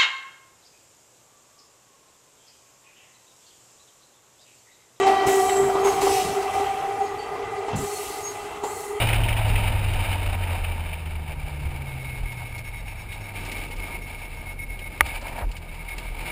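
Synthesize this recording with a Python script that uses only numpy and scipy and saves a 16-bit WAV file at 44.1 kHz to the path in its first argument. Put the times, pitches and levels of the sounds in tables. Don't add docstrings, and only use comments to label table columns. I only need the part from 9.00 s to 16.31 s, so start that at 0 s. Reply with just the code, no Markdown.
import sys
import numpy as np
from scipy import signal
from scipy.fft import rfft, irfft
from scipy.io import wavfile

SR = 44100
rng = np.random.default_rng(int(sys.argv[2]) if len(sys.argv) > 2 else 0)


def pcm_store(signal):
    levels = np.round(np.clip(np.atleast_2d(signal), -1, 1) * 32767)
    wavfile.write(sys.argv[1], SR, levels.astype(np.int16).T)


N = 322371


def amp(db):
    return 10 ** (np.asarray(db) / 20)


def unit_rms(x):
    return x / np.sqrt(np.mean(x ** 2) + 1e-20)


def curves(rows):
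    times, *columns = np.transpose(rows)
    return [np.interp(np.arange(N) / SR, times, column) for column in columns]


def level_at(spectrum, hz):
    points_hz, levels_db = np.transpose(spectrum)
    return np.interp(np.log(hz), np.log(points_hz), levels_db)


def drift(rate_hz):
    pole = np.exp(-2 * np.pi * rate_hz * 20 / SR)
    white = rng.standard_normal(N // 20 + 2002)
    slow = signal.lfilter([1], [1, -2 * pole, pole * pole], white)[2000:]
    return np.interp(np.arange(N) / 20, np.arange(len(slow)), unit_rms(slow))


def ring(force, hz, t60_s):
    r, w = amp(-60 / (t60_s * SR)), 2 * np.pi * hz / SR
    return signal.lfilter([0, np.sin(w)], [1, -2 * r * np.cos(w), r * r], force + 1e-18)


def sine(hz):
    cycles = np.cumsum(hz * np.ones(N)) / SR
    return np.sqrt(2) * np.sin(2 * np.pi * (cycles + rng.random()))


def coloured(white, spectrum):
    hz = np.maximum(np.fft.rfftfreq(N, 1 / SR), 1)
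    return unit_rms(irfft(rfft(white) * amp(level_at(spectrum, hz)), N))


def band_noise(low_hz, high_hz):
    band = signal.butter(2, [low_hz, high_hz], "band", fs=SR, output="sos")
    return unit_rms(signal.sosfilt(band, rng.standard_normal(N)))


def driven_modes(modes):
    return sum(amp(db) * unit_rms(ring(rng.standard_normal(N), hz, np.log(1000) / (np.pi * width_hz)))
               for hz, width_hz, db in modes)


def swell_power(middles_s, lengths_s, levels_db, rise_s, fall_s):
    t, power = np.arange(N) / SR, np.zeros(N)
    for middle, length, db in zip(middles_s, lengths_s, levels_db):
        near = slice(max(round((middle - .4) * SR), 0), round((middle + .4) * SR))
        early = np.maximum(middle - length / 2 - t[near], 0)
        late = np.maximum(t[near] - middle - length / 2, 0)
        power[near] += amp(db) ** 2 * np.exp(-2 * (early / rise_s) ** 2 - 2 * (late / fall_s) ** 2)
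    return power


# time_s, firing_hz, load_db, upper_orders_db
ENGINE_COAST = [(0, 112.9, -28, -12), (.5, 104, -29, -14), (1.3, 90.6, -31.5, -13), (1.8, 82, -32.5, -5.5),
                (2.2, 77.2, -35, 1), (2.6, 71.4, -36.5, 2.5), (3.1, 64, -36, -0.2), (3.8, 55, -42, -0.8),
                (4.3, 50.2, -37.5, -2.2), (4.8, 45.85, -43, -1), (5.6, 43.06, -46, 0.5),
                (6.4, 41.3, -47, 1.5), (7.31, 39.26, -51, 5)]
ORDER_GAINS = [3.5, 0, -4.5, 0]
# frequency_hz, gain_db
FRAME_RESPONSE = [(45, -32), (60, -35), (72, -2.5), (100, 0.5), (135, -1), (160, -10.5), (172, -17),
                  (190, -19.5), (230, -37), (460, -29)]


def engine():
    firing_hz, load_db, upper_db = curves(ENGINE_COAST)
    firing_hz = firing_hz * (1 + 0.0042 * drift(9.1))
    out = 0
    for k, order_db in enumerate(ORDER_GAINS):
        hz = (k + 1) * firing_hz
        drive_db = load_db + order_db + (k > 0) * upper_db
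        waver_db = (0.5 + 0.92 * k) * drift(12.3)
        out += amp(drive_db + level_at(FRAME_RESPONSE, hz) + waver_db) * sine(hz)
    return out


# time_s, pitch_hz
MOUNT_PITCH = [(0, 35), (1.9, 35.5), (2.2, 30), (2.7, 37), (5, 37), (6.4, 36), (7.31, 40)]
# time_s, level_db
MOUNT_LEVEL = [(0, -26), (.5, -28.5), (1.2, -33.5), (2, -41.5), (3, -45), (4.2, -41), (5.2, -38),
               (6.3, -40.5), (7.31, -38.5)]
# peak_s, level_db
ROAD_BUMPS = [(.19, -24), (.55, -21), (.73, -27), (.96, -27.5), (1.06, -36), (1.32, -30), (1.49, -39),
              (1.61, -28), (1.7, -31), (1.86, -35), (2.17, -36), (2.34, -38), (2.45, -35), (2.74, -36),
              (3.24, -26.5), (3.7, -39), (3.85, -35.5), (4.61, -36.5), (4.78, -33.5), (5.52, -42),
              (5.72, -29.5), (6.16, -35.5), (6.48, -24), (6.72, -42), (6.96, -35), (7.1, -30), (7.2, -32)]


def mount_shake(jolts):
    pitch_hz, steady_db = curves(MOUNT_PITCH)[0], curves(MOUNT_LEVEL)[0]
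    swing = amp(drift(17)) * sine(pitch_hz * (1 + 0.072 * drift(7)))
    peak_s, bump_db = np.transpose(ROAD_BUMPS)
    bumps = swell_power(peak_s, np.zeros_like(peak_s), bump_db, rise_s=0.053, fall_s=0.043)
    envelope = np.sqrt(amp(steady_db + 1.5 * drift(5.3)) ** 2 + bumps)
    return envelope * (swing + .35 * jolts)


# time_s, level_db
ROAD_DRIVE = [(0, -31.5), (1, -31.5), (1.7, -41), (2.5, -39), (3.5, -42), (5, -49), (6.5, -48), (7.31, -55)]
# pitch_hz, bandwidth_hz, gain_db
MOUNT_MODES = [(78.6, 23, 3), (139, 39, -11.5)]


def road_hum(jolts):
    rumble = amp(-9.5) * np.roll(jolts, N // 2)
    return amp(curves(ROAD_DRIVE)[0]) * (driven_modes(MOUNT_MODES) + rumble)


# time_s, level_db
TYRE_LEVEL = [(0, -34), (.45, -43), (.56, -36), (.65, -40.5), (1.43, -43.5), (2, -49), (2.5, -49.5),
              (2.66, -45.5), (3.94, -53), (4.47, -42.5), (4.9, -45), (5.3, -51), (5.97, -48), (6.25, -47),
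              (6.44, -43.5), (6.54, -51.5), (7, -49), (7.31, -44.5)]
# frequency_hz, relative_density_db
TYRE_SPECTRUM = [(90, -33), (150, 1.5), (230, -0.5), (300, -1.5), (420, -3.5), (520, -3.5), (800, -29)]


def tyres():
    envelope = amp(curves(TYRE_LEVEL)[0] + drift(21))
    return envelope * coloured(rng.standard_normal(N), TYRE_SPECTRUM)


# time_s, low_db, bright_db
WIND_LEVELS = [(0, -27.5, -25), (.2, -32.5, -34.5), (.7, -33.5, -32.5), (.8, -37.5, -37), (.97, -35, -33.5),
               (1.55, -38, -40), (1.8, -42, -41), (2.3, -46.5, -46.5), (2.8, -45, -44), (3.4, -47.5, -44),
               (3.65, -49.5, -48.5), (4.27, -46.5, -45), (4.7, -47.5, -43), (5.6, -52, -52),
               (6.0, -47, -43), (6.5, -51, -50), (6.93, -45.5, -43), (7.13, -47.5, -45), (7.31, -41.5, -34)]
# middle_s, length_s, low_db, bright_db
WIND_RUSTLES = [(.15, 0.076, -39, -34), (1.558, 0.01, -38.5, -39), (1.647, 0.0073, -51, -50),
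                (2.305, 0.027, -42.5, -42.5), (2.406, 0.02, -59, -43.5), (2.498, 0.014, -56, -48),
                (3.432, 0.023, -47, -60), (4.512, 0.28, -45, -39.5), (4.727, 0.037, -48.5, -55),
                (4.894, 0.12, -43.5, -42.5), (5.1, 0.045, -47, -42.5), (5.22, 0.036, -49.5, -44.5),
                (5.326, .03, -52, -43), (5.45, .15, -48.5, -47.5), (6.084, .05, -41.5, -36.5),
                (6.16, .03, -43, -37.5), (6.27, 0.097, -40.5, -43), (6.36, 0.066, -44.5, -52),
                (6.39, 0.036, -36, -40), (6.424, 0.0099, -32, -46), (7.254, .08, -43.5, -46)]
# frequency_hz, relative_density_db
LOW_SPECTRUM = [(300, -32), (480, -15), (610, -7), (700, -7), (770, -4.5), (860, -6), (925, -1), (990, -11),
                (1080, -15), (1500, -16.5), (1950, -16.5), (3300, -68)]
FAST_SPECTRUM = [(650, -55), (1100, -32), (1210, -9), (1880, -10.5), (2380, 2), (2490, 0), (3050, -2),
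                 (3320, -14.5), (3710, -6.5), (4150, -21), (5200, -19), (5900, -46), (7670, -67),
                 (13000, -120)]
SLOW_SPECTRUM = [(900, -40), (1100, -21), (1220, -6.5), (1340, -21.5), (1640, -11), (1900, -23.5),
                 (2110, -6), (2210, -1), (2380, 1), (2430, -13.5), (2540, -6.5), (2620, -6), (2800, -10),
                 (3290, -17.5), (3700, -16.5), (4200, -20), (5300, -22), (5900, -42), (7670, -67)]
# time_s, power_fraction
SLOW_SHARE = [(0, 0.04), (1.8, 0.45), (3, 0.9), (4, 1), (7.31, 1)]


def wind():
    middle_s, length_s, *rustle_db = np.transpose(WIND_RUSTLES)
    rustles = [swell_power(middle_s, length_s, db, rise_s=0.018, fall_s=0.019) for db in rustle_db]
    buffet_db = 0.82 * drift(15.4)
    low_gain, bright_gain = [np.sqrt(amp(steady_db + buffet_db) ** 2 + power)
                             for steady_db, power in zip(curves(WIND_LEVELS), rustles)]
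    gust = drift(50)
    low_gain *= amp(1.3 * gust + drift(65))
    bright_gain *= amp(1.74 * gust + 0.72 * drift(130))
    low = coloured(rng.standard_normal(N), LOW_SPECTRUM)
    white = rng.standard_normal(N)
    share = np.clip(curves(SLOW_SHARE)[0], 0, 1)
    fast = np.sqrt(1 - share) * coloured(white, FAST_SPECTRUM)
    slow = np.sqrt(share) * coloured(white[::-1], SLOW_SPECTRUM)
    return low_gain * low + bright_gain * (fast + slow)


# start_s, body_db, crackle_db
RATTLE_HITS = [(0.0675, -24, -39), (0.088, -16, -37), (0.131, -19, -40), (0.142, -21, -42),
               (0.2353, -17, -41), (0.284, -16, -36), (0.3257, -18.5, -42), (0.366, -18.5, -41),
               (0.4804, -31, -38), (0.556, -17.5, -41), (0.9014, -27, -46), (0.934, -26, -42),
               (1.011, -26, -53), (1.1278, -19, -43), (1.435, -22.5, -48), (1.6445, -23.5, -54),
               (1.929, -25, -57), (2.058, -27.5, -52), (2.32, -35, -54), (2.5995, -38, -52),
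               (3.3184, -34, -48), (3.5794, -43, -40), (3.8776, -30, -52), (4.122, -28, -42),
               (4.358, -32, -46), (4.449, -32, -38), (4.5145, -28, -34), (4.58, -37, -42),
               (4.635, -32, -44), (4.7103, -33, -46), (4.7624, -38, -45), (5.5862, -46, -50),
               (5.7897, -32, -46), (6.0611, -28, -39), (6.1529, -28.5, -53), (6.2123, -36, -43),
               (6.278, -30, -44), (6.513, -37, -42), (6.5645, -33.5, -41.5), (6.7435, -31.5, -50),
               (6.8875, -33, -43), (6.98, -29, -38)]
# frequency_hz, relative_density_db
BODY_SPECTRUM = [(500, -20), (900, -15), (1100, -18), (1600, -3.5), (2400, 7), (3000, 6.5), (3400, -7),
                 (4500, -20), (9000, -60)]


def rattles(body_t60_s=.046, body_rise_s=0.0027, crackle_rise_s=.002):
    t = np.arange(SR // 5) / SR
    decay = amp(-60 * t / body_t60_s)
    body, crackle = np.zeros((2, N + SR))
    for start_s, body_db, crackle_db in RATTLE_HITS:
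        start = round(start_s * SR)
        burst = slice(start, start + len(t))
        body[burst] += amp(body_db) * decay * (1 - np.exp(-t / body_rise_s))
        crackle[burst] += amp(crackle_db) * decay ** 0.61 * (1 - np.exp(-t / crackle_rise_s))
    thin = band_noise(3200, 5500)
    return body[:N] * coloured(rng.standard_normal(N), BODY_SPECTRUM) + crackle[:N] * thin


# start_s, level_db, pitch_hz, t60_s
FRAME_THUMPS = [(2.656, -20, 79, 0.24), (6.016, -23.5, 64.2, 0.37), (6.421, -18, 67.4, 0.1)]


def thumps():
    return sum(ring(amp(db) * signal.unit_impulse(N, round(start_s * SR)), hz, t60_s)
               for start_s, db, hz, t60_s in FRAME_THUMPS)


# time_s, unbroken_squeal_db, weak_modes_db, hiss_db, whistle_db
BRAKE_LEVELS = [(2.75, -57, -6, -60, -80), (2.95, -56, 2, -49, -67), (3.55, -56, -7, -49, -66),
                (3.65, -54, 0, -46, -59.5), (4.4, -58, 3.5, -51.5, -61), (4.7, -56, -8, -50, -65),
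                (5.2, -54, -4, -52, -65.5), (5.5, -52, -9, -49.5, -64), (6, -57, -2, -52, -71),
                (7.31, -64, -2, -47, -71)]
# middle_s, length_s, level_db
PAD_BITES = [(2.907, 0.063, -44), (3.013, 0.017, -41.5), (3.12, 0.13, -42), (3.293, 0.061, -39),
             (3.42, 0.09, -41.5), (3.5, .05, -47.5), (3.573, .055, -41.5), (3.67, 0.041, -41),
             (3.775, .065, -42.5), (3.898, 0.066, -48), (4, 0.038, -47), (4.125, .06, -43.5),
             (4.251, 0.077, -45.5), (4.362, 0.0076, -42), (4.43, .07, -46), (4.567, 0.078, -40.5),
             (4.727, 0.024, -40.5), (4.84, 0.071, -39.5), (4.939, 0.049, -38.5), (5.047, 0.061, -42.5),
             (5.19, 0.15, -45.5), (5.387, .045, -43.5), (5.497, .05, -39.5), (5.617, 0.044, -36),
             (5.728, .055, -39.5), (5.848, .05, -39.5), (5.96, .06, -46), (6.103, .05, -37.5),
             (6.275, .02, -42), (6.572, .015, -46.5), (6.693, 0.0095, -45.5), (6.808, 0.029, -43),
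             (6.912, 0.045, -37), (7.005, 0.022, -46), (7.083, 0.034, -46), (7.196, 0.028, -47),
             (7.28, .03, -39)]
# pitch_hz, bandwidth_hz, gain_db
DISC_MODES = [(1658, 24, -18.5), (2045, 25, -14), (2230, 27, -13), (2310, 80, -12.5), (2590, 29, -19),
              (3776, 31, -15.5)]


def brake_squeal(squeal_hz=2179.5, whistle_hz=5453, edge_s=0.0099):
    steady_db, weak_db, hiss_db, whistle_db = curves(BRAKE_LEVELS)
    middle_s, length_s, bite_db = np.transpose(PAD_BITES)
    bite = np.sqrt(amp(steady_db) ** 2 + swell_power(middle_s, length_s, bite_db, edge_s, edge_s))
    contact_power = swell_power(middle_s, length_s, np.zeros_like(bite_db), edge_s, edge_s)
    contact = np.sqrt(np.minimum(contact_power, 1))
    flicker_db = .8 * drift(15) + 1.7 * drift(120)
    singing = amp(flicker_db) * sine(squeal_hz * (1 + .0015 * drift(8)))
    ringing = amp(weak_db) * driven_modes(DISC_MODES)
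    hiss = amp(hiss_db) * coloured(rng.standard_normal(N), SLOW_SPECTRUM)
    whistle = amp(whistle_db + 3.2 * drift(25)) * sine(whistle_hz * (1 + 0.00127 * drift(13)))
    return bite * (singing + ringing) + contact * (hiss + whistle)


# pitch_hz, gain_db, t60_s
SHELL_MODES = [(1980, 11.5, 0.0063), (2170, 1.5, 0.014), (1670, -7, 0.013), (1500, -5.5, 0.014),
               (1230, -4.5, 0.022), (1120, -25, 0.012), (906, -9.5, 0.024), (830, -22, 0.027),
               (580, -22, 0.044), (324, -26.5, .05), (2760, -17, 0.024), (5500, -20, 0.0044)]


def shell_tap(start_s=6.0079, drive_db=-4.5, push_delay_s=.00026):
    impulse = amp(drive_db) * signal.unit_impulse(N, round(start_s * SR))
    push = np.roll(impulse, round(push_delay_s * SR))
    contact_pulse = np.hanning(22) / 6
    force = signal.lfilter(contact_pulse, [1], push - .3 * impulse)
    return sum(amp(db) * ring(force, hz, t60_s) for hz, db, t60_s in SHELL_MODES)


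def scene():
    jolts = band_noise(18, 56)
    rolling = engine() + mount_shake(jolts) + road_hum(jolts) + tyres() + wind()
    return (rolling + rattles() + thumps() + brake_squeal() + shell_tap())[None]


def record(dry, clip_level=.84, cutoff_hz=15270):
    coarse = signal.resample_poly(dry, 40, 147, axis=1)
    clipped = np.clip(coarse, -clip_level, clip_level)
    held = np.repeat(clipped, 4, axis=1)
    restored = signal.resample_poly(held, 147, 160, axis=1)[:, :N]
    low_pass = signal.ellip(12, .3, 80, cutoff_hz, fs=SR, output="sos")
    return signal.sosfilt(low_pass, restored)


dry = scene()
out = record(dry)
pcm_store(out)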